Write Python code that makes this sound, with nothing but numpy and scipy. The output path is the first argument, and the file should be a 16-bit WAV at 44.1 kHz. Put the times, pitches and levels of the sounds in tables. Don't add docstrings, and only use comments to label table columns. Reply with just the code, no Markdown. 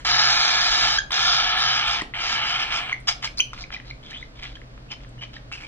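import sys
import numpy as np
from scipy import signal
from scipy.fft import rfft, irfft, next_fast_len
from scipy.io import wavfile
from scipy.ndimage import uniform_filter1d

SR = 44100
rng = np.random.default_rng(int(sys.argv[2]) if len(sys.argv) > 2 else 0)


def undo_db(level):
    steps = np.asarray(level, float) / 20
    return 10 ** steps


def file_out(sig):
    cols = np.atleast_2d(sig).T
    lim = np.clip(cols, -1, 1)
    pcm = np.round(lim * 32767).astype(np.int16)
    wavfile.write(sys.argv[1], SR, pcm)


N = 250047


def evened(x):
    return x / np.sqrt(np.mean(x ** 2) + 1e-20)


def read(points, hz):
    f, value = np.transpose(points)
    return np.interp(np.log(hz + 1), np.log(f + 1), value)


def colour(x, points):
    size = next_fast_len(len(x))
    gain = undo_db(read(points, np.fft.rfftfreq(size, 1 / SR)))
    return irfft(rfft(x, size) * gain, size)[:len(x)]


def add(mix, s, sound):
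    part = mix[round(s * SR):][:len(sound)]
    part += sound[:len(part)]


def resonate(x, hz, width):
    turn = np.exp(2j * np.pi * np.cumsum(hz * np.ones(len(x))) / SR)
    r = np.exp(-np.pi * width / SR)
    once = signal.lfilter([1 - r], [1, -r], x / turn + 1e-18)
    twice = signal.lfilter([1 - r], [1, -r], once)
    return 2 * (turn * twice).real


def modes(x, table):
    size = next_fast_len(N)
    f = np.fft.rfftfreq(size, 1 / SR)
    power = sum(undo_db(2 * db) / (1 + ((f - hz) / w) ** 2) ** 4 for hz, w, db in table)
    return evened(irfft(rfft(x, size) * np.sqrt(power), size)[:N])


def smooth_noise(size):
    return evened(uniform_filter1d(rng.standard_normal(N), size=size))


# (frequency [Hz], level per Hz [dB])
ROOM_TONE = [(12, -34), (20, 0.5), (54, -2.5), (76, -18.5), (128, -2.5), (169, -13), (302, -12.5),
             (347, -19.5), (620, -18.5), (674, -20.5), (774, -26), (1350, -28.5), (2340, -33),
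             (4690, -37.5), (15000, -67.5)]
# (frequency [Hz], difference minus sum [dB])
ROOM_TONE_SIDE = [(60, -24), (110, -17.5), (200, -5.5), (380, -4), (700, -2), (1290, 6), (2380, 5),
                  (4400, 6.5), (8120, 7.5), (15000, -1)]
# (frequency [Hz], width [Hz], level [dB])
DRONES = [(26, 18, -65.5), (45.4, 19, -47.5), (121.7, 7.3, -51)]


def hum():
    shared, differing, motor = rng.standard_normal((3, N))
    tone = colour(shared, ROOM_TONE)
    scale = undo_db(-46) / np.std(tone)
    drones = sum(undo_db(db) * evened(resonate(motor, hz, w)) for hz, w, db in DRONES)
    side = scale * colour(colour(differing, ROOM_TONE), ROOM_TONE_SIDE)
    return scale * tone + drones, side


def rattle(start, length, gap, db, hz):
    times = np.arange(0, length, gap)
    return [(start + s, db - 3 * (k % 2), hz, .007) for k, s in enumerate(times)]


# (time [s], peak
# [dB], centre [Hz], 60 dB decay [s])
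CLICKS = [(0, -35, 1650, 0.17), (1.106, -19, 1400, 0.012), (1.117, -25, 1450, 0.026),
          (2.0188, -21, 1000, 0.0078), (0, -40, 3150, .2), (0, -41, 4700, .2), (0, -43, 6300, .25),
          (2.1375, -18, 1900, 0.007), (2.153, -24, 2300, .01), (2.927, -17, 1800, .006),
          (2.9275, -26, 3900, 0.006), (3.0011, -45, 8500, 0.02), (3.0115, -50, 8000, 0.009),
          (3.229, -19, 2200, 0.016), (3.382, -29, 4200, .006), (3.396, -25, 1300, .005),
          (3.4, -27, 9000, 0.02), (3.404, -30, 13000, .006), (3.4025, -16, 2800, .006),
          (3.5325, -22, 1300, 0.006), (3.578, -26, 2450, 0.014), (3.6485, -31, 1700, 0.005),
          (3.7045, -22, 1600, 0.007), (3.7265, -24, 2500, 0.014), (3.8, -27, 2000, 0.008),
          (3.848, -35, 2300, 0.0073), (4.029, -37, 3170, 0.0068), (4.2118, -48, 6860, 0.0087),
          (4.214, -37, 1700, .006), (4.527, -38, 1890, 0.0076), (4.555, -27, 3120, 0.0087),
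          (4.6165, -31, 2000, 0.006), (4.7775, -33, 1420, 0.0065), (5.0475, -34, 1700, 0.0095),
          (5.331, -41, 2000, .008), (5.5158, -24, 1600, 0.006),
          (1.108, -15.5, 3430, 0.049),
    (2.0185, -21, 340, 0.04),
    (2.0188, -17, 4760, 0.007),
    (2.0188, -27.5, 6530, 0.0092),
    (2.928, -27, 5800, 0.0093),
    (2.964, -28, 2000, 0.0071),
    (3.5335, -25, 5200, 0.012),
          (2.9125, -24, 2400, .006), (2.917, -25, 1300, .005), (2.9198, -23, 1200, .005),
          (2.9243, -21, 1900, .006), (3.212, -36, 2300, .005), (3.0915, -13, 2300, .012),
          (3.2395, -18, 2200, .012), (3.2435, -21, 1200, .008), (3.251, -22, 2900, .01),
          (3.5395, -33, 2300, .01), (3.564, -33, 2600, .02), (3.5865, -29, 2300, .012),
          (4.105, -33, 4300, .03), (4.109, -33, 5800, .04), (4.13, -28, 2200, .018),
          (4.137, -27, 2500, .016), (4.1465, -28, 2450, .016), (4.16, -28, 2500, .012),
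          (4.428, -33, 4300, .06), (4.48, -35, 2600, .04), (5.237, -25, 2400, .008),
          (5.293, -41, 2500, .015), (4.169, -29, 3100, .012), (4.1835, -34, 3000, .01),
          (5.005, -41, 2000, .012), (5.09, -48, 7000, .06), (5.18, -39, 1800, .03),
          (5.556, -29, 1700, .008), (5.6675, -32, 3000, .01)]
# (start [s], length [s], gap between clicks [s], peak [dB], centre [Hz])
RATTLES = [
    (4.392, .02, .017, -32, 2300),
    (4.4287, .015, .013, -21, 2300),
    (4.4545, .008, .0055, -23, 2300),
    (4.911, .03, .009, -26, 2700),
    (5.2215, .012, .008, -28, 2400),
    (5.605, .008, .006, -31, 1700),
]


def clicks():
    out, t = np.zeros(N), np.arange(2500) / SR
    hits = CLICKS + sum((rattle(*row) for row in RATTLES), [])
    for s, db, hz, t60 in hits:
        blow = rng.standard_normal(2500) * undo_db(-60 * t / max(t60, .003))
        blow[0] += 9.9
        ring = resonate(blow, hz, 250 + 0.3 * hz)
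        wide = resonate(resonate(blow, 2200, 2900), 2200, 2900)
        sound = ring + 0.4 * wide
        add(out, s, undo_db(db - 1) * sound / abs(sound).max())
    return out


def breath_curve(start, rise, fall, peak_db, beak_hz):
    beak_db = -4 + 7.5 * (beak_hz - 3380) / 1000
    swell = [(0, -10), (rise, 0), (rise + fall, -15)]  # (s, dB under the peak)
    return [(start + s, peak_db + db, beak_hz, beak_db) for s, db in swell]


# (time [s], effort [dB], beak resonance [Hz], beak opening [dB])
RASPS = [
    [(.047, -29, 3160, -19), (.11, -22.5, 3870, -3.5), (.38, -22, 3860, -2), (.5, -23.5, 3820, -4),
     (.64, -23, 3760, -2.5), (.88, -24.5, 3610, -5.5), (.93, -25, 3630, -0.5), (.981, -26, 3650, 0)],
    [(1.116, -26, 3680, -1.5), (1.14, -26, 3690, -7), (1.28, -22, 3550, 1), (1.51, -25, 3380, -2.5),
     (1.62, -23.5, 3620, -0.5), (1.82, -28, 3180, -9), (1.89, -25, 3450, -1), (2.005, -31.5, 3210, -10)],
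    [(2.137, -34, 2900, 0), (2.16, -33.5, 2950, -10), (2.34, -28.5, 3370, -15), (2.42, -29, 2980, -8),
     (2.62, -28.5, 3080, -6.5), (2.67, -35.5, 2880, -17.5), (2.75, -28, 3000, -6), (2.84, -35.5, 2930, -14),
     (2.922, -38, 2950, -17)],
]
# (start [s], rise [s], fall [s], peak [dB], beak resonance [Hz])
WHEEZES = [ (3.07, 0.016, 0.043, -24, 3320), (3.221, 0.032, 0.034, -31, 3230),
           (3.371, .023, 0.0029, -36, 4270), (3.534, 0.004, 0.022, -40, 3600),
           (3.558, 0.065, .024, -39, 4030), (3.715, 0.023, 0.042, -36.5, 3550),
           (3.85, 0.058, 0.0086, -42, 4040), (4.03, 0.083, 0.16, -44.5, 3760),
           (4.351, 0.046, 0.023, -47, 3460), (4.415, 0.019, 0.098, -39.5, 3500),
           (4.541, 0.015, 0.022, -50, 3300), (4.9, .018, 0.035, -39, 3000),
           (5.001, 0.041, 0.016, -53, 3410), (5.207, .025, 0.025, -40, 3060),
           (5.33, 0.033, 0.023, -41.5, 3400), (5.517, 0.012, 0.08, -41, 2770),
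           (5.598, 0.019, 0.09, -44, 2600)]


def breathing(t):
    effort_db, beak_hz, beak_db, breath = np.array([[-60.], [3000], [0], [0]]) * np.ones(N)
    for curve in RASPS + [breath_curve(*row) for row in WHEEZES]:
        s, *columns = np.transpose(curve)
        now = (t >= s[0]) & (t < s[-1])
        effort_db[now], beak_hz[now], beak_db[now] = (np.interp(t[now], s, c) for c in columns)
        opening, closing = (t[now] - s[0]) / 0.0028, (s[-1] - t[now]) / 0.0018
        breath[now] = np.minimum(np.minimum(opening, closing), 1)
    return effort_db, beak_hz, beak_db, breath


def membranes(effort_db):
    slaps_per_s = np.interp(effort_db, [-42, -30], [400, 1500])
    strength = undo_db(5.1 * np.minimum(rng.exponential(1, N), 2.4))
    slaps = strength * (rng.random(N) < slaps_per_s / SR) * rng.choice([-1, 1], N)
    slaps = evened(slaps / np.sqrt(slaps_per_s))
    air = np.interp(effort_db, [-42, -30], [.6, .8])
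    drive = np.sqrt(1 - air ** 2) * slaps + air * rng.standard_normal(N)
    return drive * undo_db(0.64 * smooth_noise(500))


# (frequency [Hz], width [Hz], level [dB])
CHEST = [(450, 400, -20), (750, 130, -2), (860, 150, -5), (1300, 350, -4)]
THROAT = [(1587, 170, -3), (1709, 157, 0.5), (2050, 410, -25), (2330, 245, 5), (2950, 1910, 1),
          (4300, 650, -12.5)]
HISS = [(4180, 345, 6.5), (4964, 362, 17), (5850, 1030, 2), (5970, 1180, -1), (7200, 540, -15),
        (8700, 700, -28.5)]
TOP_HISS = [(7700, 660, 2.5), (9280, 1200, -4), (10570, 280, -10), (12300, 1300, -11), (14000, 1200, -16)]
# (frequency [Hz], width [Hz], level [dB], rise per kHz of beak [dB])
NECK = [
    (1668, 414, -12, 7.5),
    (1353, 297, -9, -10.5),
]
# (time [s], level [dB])
BOBS = [(1.2, -1.5), (1.439, -4), (1.554, -13.5), (1.68, -3), (1.851, -12.5), (2.0, -8.5), (2.148, -19),
        (2.413, -15), (2.567, -10.5), (2.687, -16), (2.858, -45), (3.089, 5.5), (3.26, 5), (3.385, 17.5),
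        (3.63, 8), (4.11, -3), (4.93, 5), (5.55, 6)]
# (time [s], level re effort [dB])
TOP_HISS_LEVEL = [(.05, -34.5), (.11, -34.5), (.14, -55), (.22, -44.5), (.27, -34.5), (.98, -33), (1.13, -34.5),
                  (1.28, -34.5), (1.34, -56.5), (1.54, -47), (1.59, -26.5), (1.66, -49), (1.84, -37), (1.88, -30.5),
                  (1.93, -38), (2.3, -38), (2.7, -33), (3.3, -23.5), (3.5, -43.5), (5.45, -40), (5.53, -23)]


def rasps():
    t = np.arange(N) / SR
    effort_db, beak_hz, beak_db, breath = breathing(t)
    drive = membranes(effort_db)

    beak = evened(resonate(drive, beak_hz, 1180))
    voice = 0.93 * modes(drive, THROAT) + undo_db(beak_db) * beak
    voice = voice / np.sqrt(0.29 + undo_db(2 * beak_db))

    chest_db = np.interp(effort_db, [-42, -30], [-9.5, -8])
    chest_db = chest_db - 1.5 * (t > WHEEZES[0][0])
    voice = voice + undo_db(chest_db) * modes(drive, CHEST)

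    wider_khz = (np.minimum(beak_hz, 3900) - 3380) / 1000
    slack_db = np.interp(effort_db, [-34, -27], [-20, 0])
    for hz, w, db, slope in NECK:
        voice = voice + undo_db(db + slack_db + slope * wider_khz) * evened(resonate(drive, hz, w))

    hiss_db = np.interp(effort_db, [-42, -30], [-4, 2.5])
    bob_s = 0.051
    hiss_db = hiss_db + sum(db * np.exp(-((t - s) / bob_s) ** 2) for s, db in BOBS)
    voice = voice + undo_db(hiss_db) * modes(drive, HISS)
    voice = voice + undo_db(np.interp(t, *np.transpose(TOP_HISS_LEVEL))) * modes(drive, TOP_HISS)
    return voice * breath * undo_db(effort_db - 1.5)


# (centre [s], peak [dB], start pitch [Hz], end pitch [Hz], length [s])
PEEPS = [(1.132, -16, 3600, 3600, .005), (2.016, -24, 1900, 1960, .009), (2.9265, -22, 2500, 1900, .005),
         (2.930, -17, 1900, 2300, .008), (2.9372, -26, 2050, 1950, .004), (2.943, -27, 2100, 2000, .005),
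         (3.127, -27, 5100, 5000, .008), (3.134, -33, 2300, 2300, .005), (3.277, -28, 2400, 2200, .005),
         (3.4015, -14.5, 2200, 2900, .0065), (3.641, -32, 2200, 2424, .004),
         (3.748, -30, 2170, 2640, 0.012), (3.767, -33, 1900, 2050, 0.008), (3.854, -55, 2000, 2050, 0.0054),
         (3.912, -31, 2160, 2326, 0.0046), (4.1203, -36, 1800, 1700, .005), (4.230, -34, 2265, 1855, .007),
         (4.563, -43, 2900, 3450, .024), (4.571, -38, 1720, 1720, 0.0055), (5.2, -45, 3050, 2830, .026),
         (5.369, -35, 1870, 1760, .008), (5.537, -30, 2720, 2600, .028), (5.582, -35, 2600, 2450, .009),
         (5.625, -37, 2350, 2100, .008), (5.639, -36, 2500, 2200, .005), (5.652, -37, 2400, 2300, .01)]
# (centre [s], peak [dB], start pitch [Hz], end pitch [Hz], length [s])
SQUAWKS = [
    (.9898, -15.5, 1560, 1700, .011),
    (3.406, -11.5, 3010, 3070, .0062),
    (3.4117, -21, 3050, 3020, .004),
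]
PEEP_PARTIALS = [0, -20, -23, -36]
SQUAWK_PARTIALS = [0, -6, -7, -10]
OVERLOAD_PARTIALS = [-32, -36, -38]
# (frequency [Hz], level [dB])
BEAK_TOP = [(6800, 0), (8500, -28), (12000, -45)]


def peeps():
    out, overload = np.zeros((2, N))
    tremble = 1 + .25 * smooth_noise(150)
    for table, partials, brassy in [(PEEPS, PEEP_PARTIALS, 0), (SQUAWKS, SQUAWK_PARTIALS, 1)]:
        for s, db, start_hz, end_hz, length in table:
            u = np.linspace(0, 1, round(1.146 * length * SR))
            turn = 2 * np.pi * np.cumsum(start_hz + (end_hz - start_hz) * u) / SR
            swell = undo_db(db + 3) * np.sin(np.pi * u) ** 2
            tone = 0
            for k, k_db in enumerate(partials, 1):
                tone = tone + undo_db(k_db + read(BEAK_TOP, k * end_hz)) * np.sin(k * turn)
            upper = sum(undo_db(k_db) * np.sin((k + 3) * turn) for k, k_db in enumerate(OVERLOAD_PARTIALS))
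            add(out, s - .75 * length, swell * tone)
            add(overload, s - .75 * length, brassy * swell * upper)
    return out * tremble, overload


# (time [s], pitch [Hz], level [dB])
SQUEAKS = [
    [(4.028, 3020, -43), (4.045, 3600, -54), (4.07, 3300, -44), (4.09, 3600, -52), (4.108, 3000, -42),
     (4.122, 2950, -48)],
    [(4.138, 2900, -49), (4.143, 3100, -39), (4.165, 3150, -38.5), (4.18, 3600, -42), (4.21, 3650, -47),
     (4.233, 4100, -44)],
    [(3.376, 3900, -40), (3.384, 4300, -26), (3.398, 5270, -27)],
    [(4.362, 3560, -55), (4.38, 3450, -54), (4.41, 3500, -56), (4.425, 3400, -52)],
    [(4.428, 3300, -47), (4.45, 3600, -44), (4.47, 3200, -48)],
    [(4.885, 2630, -59), (4.905, 2880, -43), (4.913, 3070, -32.5), (4.94, 3020, -48)],
    [(5.208, 3000, -47), (5.225, 3100, -38), (5.25, 3000, -43)],
    [(5.52, 2670, -36), (5.54, 2700, -42), (5.56, 2950, -50), (5.595, 2620, -48)],
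]


def squeaks():
    out, air = np.zeros(N), rng.standard_normal(N)
    air = air * undo_db(2.5 * smooth_noise(130))
    width_hz = 330
    for curve in SQUEAKS:
        s, hz, db = np.transpose(curve)
        t = np.arange(s[0], s[-1], 1 / SR)
        noise = air[round(s[0] * SR):][:len(t)]
        pitch_hz = np.interp(t, s, hz)
        tone = evened(resonate(noise, pitch_hz, width_hz))
        octave = undo_db(-25) * evened(resonate(noise, 2 * pitch_hz, 2 * width_hz))
        edge = np.minimum(np.minimum(t - s[0], s[-1] - t) / 0.0017, 1)
        add(out, s[0], (tone + octave) * edge * undo_db(np.interp(t, s, db)))
    return out


# (delay [s], level [dB])
TILES = [(.0012, -10), (.0029, -12), (.0062, -12), (.011, -16), (.017, -20), (.025, -22)]
# (frequency [Hz], 60 dB decay [s])
KITCHEN = [(300, 0.81), (1500, 0.28), (3000, 0.28), (6000, 0.23), (12000, 0.29)]


def room_answer():
    size = SR // 2
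    taps = np.zeros((2, size))
    at = np.arange(400, size - 20, 20) + rng.integers(0, 20, (2, (size - 401) // 20))
    np.put_along_axis(taps, at, rng.choice([-1., 1.], at.shape), 1)
    taps[1] = .5 * taps[0] + 8.2 * taps[1]
    hz, t, z = signal.stft(taps, SR, nperseg=256)
    decay = undo_db(-60 * t / read(KITCHEN, hz)[:, None])
    tail = signal.istft(z * decay, SR, nperseg=256)[1][:, :size]
    answer = undo_db(-6.5) * tail / np.linalg.norm(tail, axis=1, keepdims=True)
    port_lag = 4.6
    answer[0, 8] += 1
    answer[1, :32] += np.sinc(np.arange(32) - 8 - port_lag)
    for (s, db), (shift, skew) in zip(TILES, rng.uniform(-1, 1, (len(TILES), 2))):
        at = round(s * SR * (1 + .15 * shift))
        answer[[0, 1], [at, at + round(5 * skew)]] += undo_db(db)
    return answer


def kitchen(x):
    turn = 2 * np.pi * 1.333 * np.arange(N) / SR
    out = np.zeros((2, N))
    for k in range(3):
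        share = (1 + np.cos(turn + 2 * np.pi * k / 3)) / 3
        out += signal.fftconvolve((x * share)[None], room_answer(), axes=1)[:, :N]
    return out


# (start [s], end [s], frequency [Hz], width [Hz])
BAND_GAPS = [
    (.295, .51, 5050, 950),
    (.54, .61, 5200, 600),
    (.69, .95, 4850, 450),
    (1.13, 1.33, 4830, 380),
    (1.37, 1.46, 4850, 280),
    (2.135, 2.16, 5200, 900),
    (5.525, 5.55, 4500, 300),
]


def drop_bands(x):
    hz, t, z = signal.stft(x, SR, nperseg=1024)
    for start, end, gap_hz, width in BAND_GAPS:
        z[np.ix_(abs(hz - gap_hz) < width / 2, (t > start) & (t < end))] *= undo_db(-40)
    return signal.istft(z, SR, nperseg=1024)[1][:N]


def starve(x, under_db):
    hz, t, z = signal.stft(x, SR, "cosine", nperseg=2048, noverlap=1024)
    band_hz = hz[:1024:8, None]
    band_power = (abs(z[:1024]) ** 2).reshape(128, 8, -1).mean(1)
    band_db = 10 * np.log10(band_power + 1e-20)
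    top_db = band_db[6:].max(0)
    whim = uniform_filter1d(rng.standard_normal(band_db.shape), size=3, axis=1)
    whim = uniform_filter1d(whim, size=2, axis=0)
    spare_db = 2.66 * (band_hz - 4330) / 1000 + 0.68 * (top_db.max() - top_db - 13.0)
    top_hiss_db = np.interp(t, *np.transpose(TOP_HISS_LEVEL))
    spare_db = spare_db + 5.5 * evened(whim) + 0.47 * (top_hiss_db + 34)
    kept = np.clip((band_db - top_db + under_db + spare_db) / 2, 0, 1)
    kept = np.maximum(kept, band_hz < 6300)
    kept = np.vstack([np.repeat(kept, 8, axis=0), kept[-1:]])
    return signal.istft(z * kept, SR, "cosine", nperseg=2048, noverlap=1024)[1][:N]


# (frequency [Hz], level [dB])
SUM_DIP = [(4450, 0), (4720, -5), (4850, -14), (4980, -6), (5500, 0)]
# (frequency [Hz], level [dB])
WIDEN = [(200, -8), (700, 2), (1400, 2), (2400, 1.5), (4400, -4.5), (6500, 0), (9000, 14), (13000, -5)]


def scene():
    room_mid, room_side = hum()
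    whistle, overload = peeps()
    left, right = kitchen(clicks() + rasps() + whistle + squeaks())
    mid = drop_bands(colour((left + right) / 2, SUM_DIP) + room_mid)
    mid = mid + overload
    side = colour((left - right) / 2, WIDEN) + room_side
    return np.array([mid + side, mid - side])


def top_cut(x):
    return signal.sosfilt(signal.butter(12, 16600, fs=SR, output="sos"), x)


def record(dry):
    mid = starve((dry[0] + dry[1]) / 2, under_db=25)
    side = starve((dry[0] - dry[1]) / 2, under_db=39.5)
    return top_cut(np.array([mid + side, mid - side]))


dry = scene()
out = record(dry)
file_out(out)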